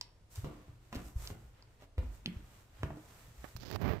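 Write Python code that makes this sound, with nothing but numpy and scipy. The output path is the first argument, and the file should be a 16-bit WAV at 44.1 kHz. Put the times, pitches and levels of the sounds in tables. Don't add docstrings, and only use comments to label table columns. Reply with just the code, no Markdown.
import sys
import numpy as np
from scipy import signal
from scipy.fft import rfft, irfft
from scipy.io import wavfile

SR = 44100
rng = np.random.default_rng(int(sys.argv[2]) if len(sys.argv) > 2 else 0)


def transcribe(u):
    v = np.clip(np.atleast_2d(u).T, -1, 1)
    q = np.round(v * 32767).astype(np.int16)
    wavfile.write(sys.argv[1], SR, q)


N = 176400
T = np.arange(N) / SR
FREQS_HZ = np.fft.rfftfreq(2 * N, 1 / SR)

# frequency in Hz, relative density in dB.
AIR_SPECTRUM = [(20, -9), (40, 4), (62, 0.5), (110, 0), (200, -16), (500, -17.5), (1000, -26),
                (3000, -31.5), (8000, -36.5), (15500, -47.5)]
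# start in seconds, gain in dB, lower and upper ring in Hz, ring t60 in
# seconds, hollow body and tail in relative dB, treble cutoff in Hz, hall send in dB.
DEBRIS_SNAPS = [(0.0118, -22.5, 4580, 5390, 0.0038, -20.5, -45.5, 12300, -5.5),
                (0.358, -40.5, 4840, 9000, 0.0034, -33, -60, 15000, 6),
                (1.274, -27.5, 3900, 5200, 0.0023, -25, -60, 14000, -9),
                (1.624, -48.5, 4400, 4960, 0.008, -9, -38, 9000, -3),
                (2.2598, -19, 2870, 4230, 0.0044, -35, -75, 4670, -11.5)]
# frequency in Hz, gain in dB.
CRACK_SPECTRUM = [(300, -25), (1500, -7), (2800, 0), (5000, -2), (8000, -4), (10000, -15), (15000, -14)]
# frequency in Hz, t60 in seconds.
HALL_DECAY = [(60, 0.53), (150, 0.6), (400, 0.39), (1000, 0.73), (2500, 0.39), (6000, 0.15), (14000, 0.25)]
# peak time in seconds, rustle and hiss gain in dB, rise and fall in seconds.
CLOTH_SWISHES = [(.325, -63.5, -55.5, 0.013, 0.037), (.365, -59, -55, 0.015, 0.067),
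                 (.52, -63.5, -69, 0.11, 0.17), (.86, -70, -71.5, 0.041, 0.1),
                 (.96, -59, -59, 0.028, 0.076), (1.069, -63, -57, 0.036, 0.04),
                 (1.25, -54, -49, 0.05, 0.051), (1.392, -68, -68.5, 0.042, 0.11),
                 (1.57, -66, -78, 0.024, 0.089), (1.731, -71.5, -75, 0.038, 0.044),
                 (1.83, -60.5, -67, 0.025, 0.019), (2.03, -64.5, -67.5, 0.015, 0.18),
                 (2.145, -71, -62, 0.022, 0.036), (2.34, -62.5, -68.5, 0.069, 0.096),
                 (2.55, -63, -63.5, 0.096, 0.085), (2.819, -61, -65.5, 0.075, 0.074),
                 (3.19, -60.5, -60, 0.18, 0.11), (3.47, -60, -59, 0.093, 0.069),
                 (3.86, -68, -69, 0.42, 0.13)]
# frequency in Hz, relative density in dB.
CLOTH_SPECTRUM = [(200, 9.5), (600, 9), (1300, 8.5), (2500, 4), (5000, -0.5), (8000, 1.5), (10000, -6),
                  (12500, -1), (15500, -5.5)]
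# start in seconds, gain in dB, length in seconds, spectral peak in Hz.
GRIT_CRUNCHES = [(0.349, -27, .024, 8600), (.944, -18, .02, 4640)]
# start in seconds, level in dB, pitch in Hz, rise in seconds.
FLOOR_THUDS = [(0.368, -34.5, 92.7, 0.02), (0.431, -34.5, 85, 0.0088), (0.684, -44.5, 93.5, 0.012),
               (0.957, -35.5, 75.6, 0.01), (1.037, -47.5, 64.3, 0.0218), (1.154, -29.5, 68, 0.011),
               (1.3, -42, 87.4, 0.019), (1.428, -50.5, 60, 0.022), (1.972, -26.5, 74.3, 0.019),
               (1.998, -40, 54, 0.031), (2.033, -40.5, 62.3, 0.02), (2.358, -37, 75.6, .011),
               (2.784, -45, 95, 0.03), (2.828, -31.5, 83, 0.014), (3.271, -50.5, 132.5, 0.015),
               (3.366, -47.5, 62.8, 0.027), (3.551, -37, 101.2, 0.0055)]
# frequency in Hz, relative level in dB, t60 in seconds.
JOIST_MODES = [(51, -8.5, 0.39), (54, 1.5, 0.21), (68, 0.5, 0.13), (90.5, -13, 0.29), (123.3, -2, 1)]
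# start in seconds, bass, body, presence and treble in dB, scuff decay in
# seconds, scuff re blow in dB, ring gain in dB, board pitch in Hz, hall send in dB.
SHOE_KNOCKS = [(0.445, 0, -7.5, -20.5, -29, 0.0064, -3.5, -40.5, 147.7, 7.5),
               (0.682, -13.5, -27, -30, -62, 0.0081, 4, -58.5, 143, -4),
               (.928, -8.5, -1, -11, -21.5, 0.0062, -5.5, -47.5, 233.2, 2.5),
               (0.954, 7.5, -18, -13, -20, 0.0057, 1, -48.5, 266.6, 1),
               (0.992, -8, -12, -15.5, -31, 0.0011, 10, -50.5, 174.7, -10),
               (1.303, -2.5, -8, -17.5, -28.5, 0.0075, -2.5, -50.5, 163.6, 1.5),
               (1.823, -17, -9, -29, -32.5, 0.014, 2, -65.5, 274, -8),
               (1.981, 2, -8, -14, -24.5, 0.0046, 0.5, -52, 512.6, 1.5),
               (2.028, -5, -19, -26, -45, 0.003, 7, -52.5, 251.5, 2.5),
               (2.259, 10, -43, -10, -24, 0.0019, 8, -47.5, 224, 4.5),
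               (2.277, -3, -29, -48, -55, 0.0018, -9, -42.5, 176.4, -3),
               (2.37, -5, -37, -34, -37, 0.0044, 2, -67, 156, 1),
               (2.833, 8.5, 2.5, -1.5, -20, 0.0041, -5, -39, 147.2, -4.5),
               (2.905, 0, -6, -15.5, -42, 0.004, 3, -43.5, 149.8, -2.5),
               (2.972, -6, -15, -29, -33, 0.004, 1, -55, 314, -8)]
# multiple of the pitch, relative level in dB, t60 in seconds.
BOARD_MODES = [(1.002, 4, 0.24), (1.5, 0, 0.04), (2.018, -11, 0.46), (2.45, -12, 0.3), (3.029, -24, 1),
               (4.43, -12, 0.43)]
# start in seconds, bass, middle and treble in dB, scuff decay in seconds.
FINGER_TAPS = [(3.443, 5.5, -3, -26.5, 0.012), (3.565, -18, -12, -17.5, 0.0011),
               (3.569, -9, -30, -17, 0.0022), (3.634, 5, -10.5, -36, 0.03), (3.7135, 4, -3.5, -14, 0.0017),
               (3.76, -22, 4, -14.5, 0.002), (3.815, 3, -11, -27, 0.0077)]
# time in seconds, bass, middle, treble and top hiss in dB before band gain.
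RUB_ENVELOPE = [(3.559, -66, -89, -87, -81), (3.569, -53, -59, -68, -70), (3.579, -87, -66.5, -69, -81),
                (3.61, -58.5, -63, -59.5, -74), (3.762, -39, -45, -56.5, -62), (3.772, -43, -61, -90, -87),
                (3.788, -43, -56.5, -88, -93), (3.813, -42.5, -45.5, -64, -57),
                (3.848, -33, -41.5, -67, -64), (3.901, -31.5, -37.5, -65, -55), (3.984, -43, -50, -77, -77),
                (4.0, -50, -60, -72, -79)]
# low and high edge in Hz, gain in dB.
RUB_BAND_GAINS = [(44.7, 440, 4.5), (497, 1780, 3), (2500, 9200, 4), (12200, 21000, 5.5)]
# frequency in Hz, relative density in dB.
RUB_SPECTRUM = [(24, -33), (40, 0.5), (117, 5), (188, -3.5), (438, -12), (472, -19.5), (606, -17.5),
                (686, -22), (1380, -28.5), (4800, -17), (6800, -25), (9300, -45), (12400, -21.5),
                (15500, -19)]
# frequency in Hz, correlation.
MIC_CORRELATION = [(50, 0.96), (150, 0.92), (400, 0.76), (1000, 0.23), (3000, 0.072), (12000, 0.017)]


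def undb(db):
    return 10 ** (np.asarray(db) / 20)


def unit_rms(x):
    return x / np.sqrt(np.mean(x ** 2))


def unit_energy(x):
    return x / np.sqrt(np.sum(x ** 2))


def on_log(points, hz):
    knots_hz, values = np.array(points, float).T
    return np.interp(np.log(np.maximum(hz, 1)), np.log(knots_hz), values)


def shape(x, gain):
    return irfft(rfft(x, 2 * N) * gain)[..., :N]


def band(lo_hz, hi_hz):
    return 1 / np.sqrt((1 + (lo_hz / (FREQS_HZ + 1)) ** 8) * (1 + (FREQS_HZ / hi_hz) ** 8))


def cut(x, kind, hz):
    return signal.sosfilt(signal.butter(2, hz, kind, fs=SR, output="sos"), x)


def pulse(spectrum, size=2048):
    gain = undb(on_log(spectrum, np.fft.rfftfreq(size, 1 / SR)))
    cepstrum = irfft(np.log(gain))
    cepstrum[1:size // 2] *= 2
    cepstrum[size // 2 + 1:] = 0
    return irfft(np.exp(rfft(cepstrum)))


def ring(modes, size=32768):
    t = T[:size]
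    return sum(undb(db) * np.sin(2 * np.pi * hz * t) * undb(-60 * t / t60_s) for hz, db, t60_s in modes)


def add(out, at_s, x):
    i = max(int(at_s * SR), 0)
    out[i:i + len(x)] += x[:max(N - i, 0)]


def stereo(noises):
    likeness = np.clip(on_log(MIC_CORRELATION, FREQS_HZ), 0, .99)
    mid, side = shape(noises, np.sqrt(np.array([1 + likeness, 1 - likeness]) / 2))
    return np.array([mid + side, mid - side])


def air(level_db=-61.5):
    noise = stereo(rng.standard_normal((2, N)))
    return undb(level_db) * unit_rms(shape(noise, undb(on_log(AIR_SPECTRUM, FREQS_HZ))))


def contact(spectrum, scuff_s, scuff_db=2.5, spread_db=2.8, size=4096):
    slips = rng.standard_normal(size) * undb(spread_db * rng.exponential(size=size))
    slips = cut(slips * np.exp(-T[:size] / scuff_s), "high", hz=525)
    force = undb(scuff_db) * unit_energy(slips)
    force[0] += 1
    return signal.fftconvolve(force / np.sqrt(1 + undb(scuff_db) ** 2), pulse(spectrum))


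def snaps(body_hz=955, body_t60_s=.022, tail_t60_s=.45, crack_db=9, size=16384):
    direct, send = np.zeros((2, N))
    treble_shelf = np.maximum(band(0, hi_hz=3630), undb(-7))
    for at_s, db, lower_hz, upper_hz, t60_s, body_db, tail_db, top_hz, hall_db in DEBRIS_SNAPS:
        tail = [(hz * detune, tail_db, tail_t60_s) for hz in (lower_hz, upper_hz) for detune in (1, 1.016)]
        click = ring([(lower_hz, 0, t60_s), (body_hz, body_db, body_t60_s)], size)
        click -= ring([(upper_hz, 0, t60_s)] + tail, size)
        add(click, 0, undb(crack_db) * contact(CRACK_SPECTRUM, scuff_s=.002))
        click = cut(click, "low", top_hz)
        add(direct, at_s, undb(db) * click)
        add(send, at_s, undb(db + hall_db) * shape(click, treble_shelf))
    return direct, send


def hall(onset_s=.00067):
    noise = stereo(rng.standard_normal((2, N)))
    response = 0
    for band_hz, t60_s in HALL_DECAY:
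        share = on_log([(hz, hz == band_hz) for hz, _ in HALL_DECAY], FREQS_HZ)
        fade = undb(-60 * T / t60_s) * (1 - np.exp(-T / onset_s))
        response += shape(noise, share) * unit_energy(fade)
    return response[:, :SR]


def clothes(grain_db=4, split_hz=3970, balance_db=(-1, .6)):
    fibres = rng.standard_normal((2, N)) * undb(grain_db * np.minimum(rng.exponential(size=(2, N)), 5))
    cloth = unit_rms(shape(stereo(fibres), undb(on_log(CLOTH_SPECTRUM, FREQS_HZ))))
    rustle = shape(cloth, band(0, split_hz))
    hiss = cloth - rustle
    power = 0
    for peak_s, rustle_db, hiss_db, rise_s, fall_s in CLOTH_SWISHES:
        swell = np.exp(-((T - peak_s) / np.where(T < peak_s, rise_s, fall_s)) ** 2)
        power += undb([[rustle_db], [hiss_db]]) ** 2 * swell
    return (rustle * np.sqrt(power[0]) + hiss * np.sqrt(power[1])) * undb(balance_db)[:, None]


def grit(crumbs_per_s=190, spread_db=8):
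    out = np.zeros(N)
    for at_s, db, length_s, hz in GRIT_CRUNCHES:
        crumb = pulse([(hz / 4, -14), (hz / 2, -7), (hz, 0), (2 * hz, -13)])
        count = int(length_s * crumbs_per_s)
        for k, (jitter, weakness) in enumerate(rng.random((count, 2))):
            add(out, at_s + length_s * (k + jitter) / count, undb(db - spread_db * weakness) * crumb)
    return out


def thuds(joist_db=-59):
    floor, t = np.zeros(N), T[:SR // 4]
    for at_s, db, hz, rise_s in FLOOR_THUDS:
        swell = (t / rise_s * np.exp(1 - t / rise_s)) ** 4
        add(floor, at_s, undb(db) * swell * np.cos(2 * np.pi * hz * (t - rise_s)))
    return floor + undb(joist_db) * signal.fftconvolve(floor, ring(JOIST_MODES))[:N]


def add_graze(out, blow_s, spectrum, gain_db=-18, rise_s=.0061, size=2048):
    swell = unit_energy(rng.standard_normal(size) * np.exp(-T[:size] / rise_s)[::-1])
    add(out, blow_s - size / SR, undb(gain_db) * signal.fftconvolve(swell, pulse(spectrum)))


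def knocks():
    direct, send = np.zeros((2, N))
    for at_s, bass, body, presence, treble, scuff_s, scuff_db, ring_db, hz, hall_db in SHOE_KNOCKS:
        spectrum = [(60, bass - 18), (150, bass - 3), (300, bass), (470, (bass + body) / 2 - 2),
                    (660, body), (1050, (body + presence) / 2 - 2.5), (1500, presence),
                    (2000, presence - 7), (2800, (presence + treble) / 2), (3800, treble),
                    (8000, treble - 12), (15000, treble - 16)]
        blow = contact(spectrum, scuff_s, scuff_db)
        modes = [(hz * ratio, db + on_log(spectrum, hz * ratio) - on_log(spectrum, hz), t60_s)
                 for ratio, db, t60_s in BOARD_MODES]
        add_graze(direct, at_s, spectrum)
        add(direct, at_s, blow)
        add(direct, at_s, undb(ring_db) * ring(modes))
        add(send, at_s, undb(hall_db) * blow)
    return direct, send


def finger_taps(left_db=-28):
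    taps = np.zeros(N)
    for at_s, bass, middle, treble, scuff_s in FINGER_TAPS:
        spectrum = [(40, bass - 10), (120, bass), (320, bass - 1), (700, middle + 1), (1600, middle - 2),
                    (4500, treble), (10000, treble - 16), (13500, treble - 5)]
        add_graze(taps, at_s, spectrum)
        add(taps, at_s, contact(spectrum, scuff_s))
    return np.array([undb(left_db) * taps, taps])


def finger_rub(slips_per_s=5000, grain_db=2.8, left_db=-44):
    slips = (rng.random(N) < slips_per_s / SR) * rng.standard_normal(N)
    slips *= undb(grain_db * np.minimum(rng.exponential(size=N), 4))
    colour = undb(on_log(RUB_SPECTRUM, FREQS_HZ))
    times_s, *curves_db = np.array(RUB_ENVELOPE).T
    rub = 0
    for (lo_hz, hi_hz, gain_db), curve_db in zip(RUB_BAND_GAINS, curves_db):
        envelope = undb(gain_db + np.interp(T, times_s, curve_db, left=-140))
        rub += unit_rms(shape(slips, colour * band(lo_hz, hi_hz))) * envelope
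    return np.array([undb(left_db) * rub, rub])


def scene(thud_send_db=-4, cloth_send_db=-10, left_lag_s=.00014, balance_db=(-1.2, .8)):
    response, thud = hall(), thuds()
    knock, knock_send = knocks()
    snap, snap_send = snaps()
    cloth = clothes()
    send = undb(thud_send_db) * thud + knock_send + snap_send + undb(cloth_send_db) * cloth[0]
    echo = signal.fftconvolve(send[None], response, axes=1)[:, :N]
    delay = np.exp(-2j * np.pi * FREQS_HZ * np.array([[left_lag_s], [0]]))
    close = shape(knock + snap + grit(), delay) * undb(balance_db)[:, None]
    return thud + close + cloth + echo + finger_taps() + finger_rub() + air()


def record(dry):
    top_hz = 15550
    return signal.sosfilt(signal.ellip(10, .2, 70, top_hz, fs=SR, output="sos"), dry)


dry = scene()
out = record(dry)
transcribe(out)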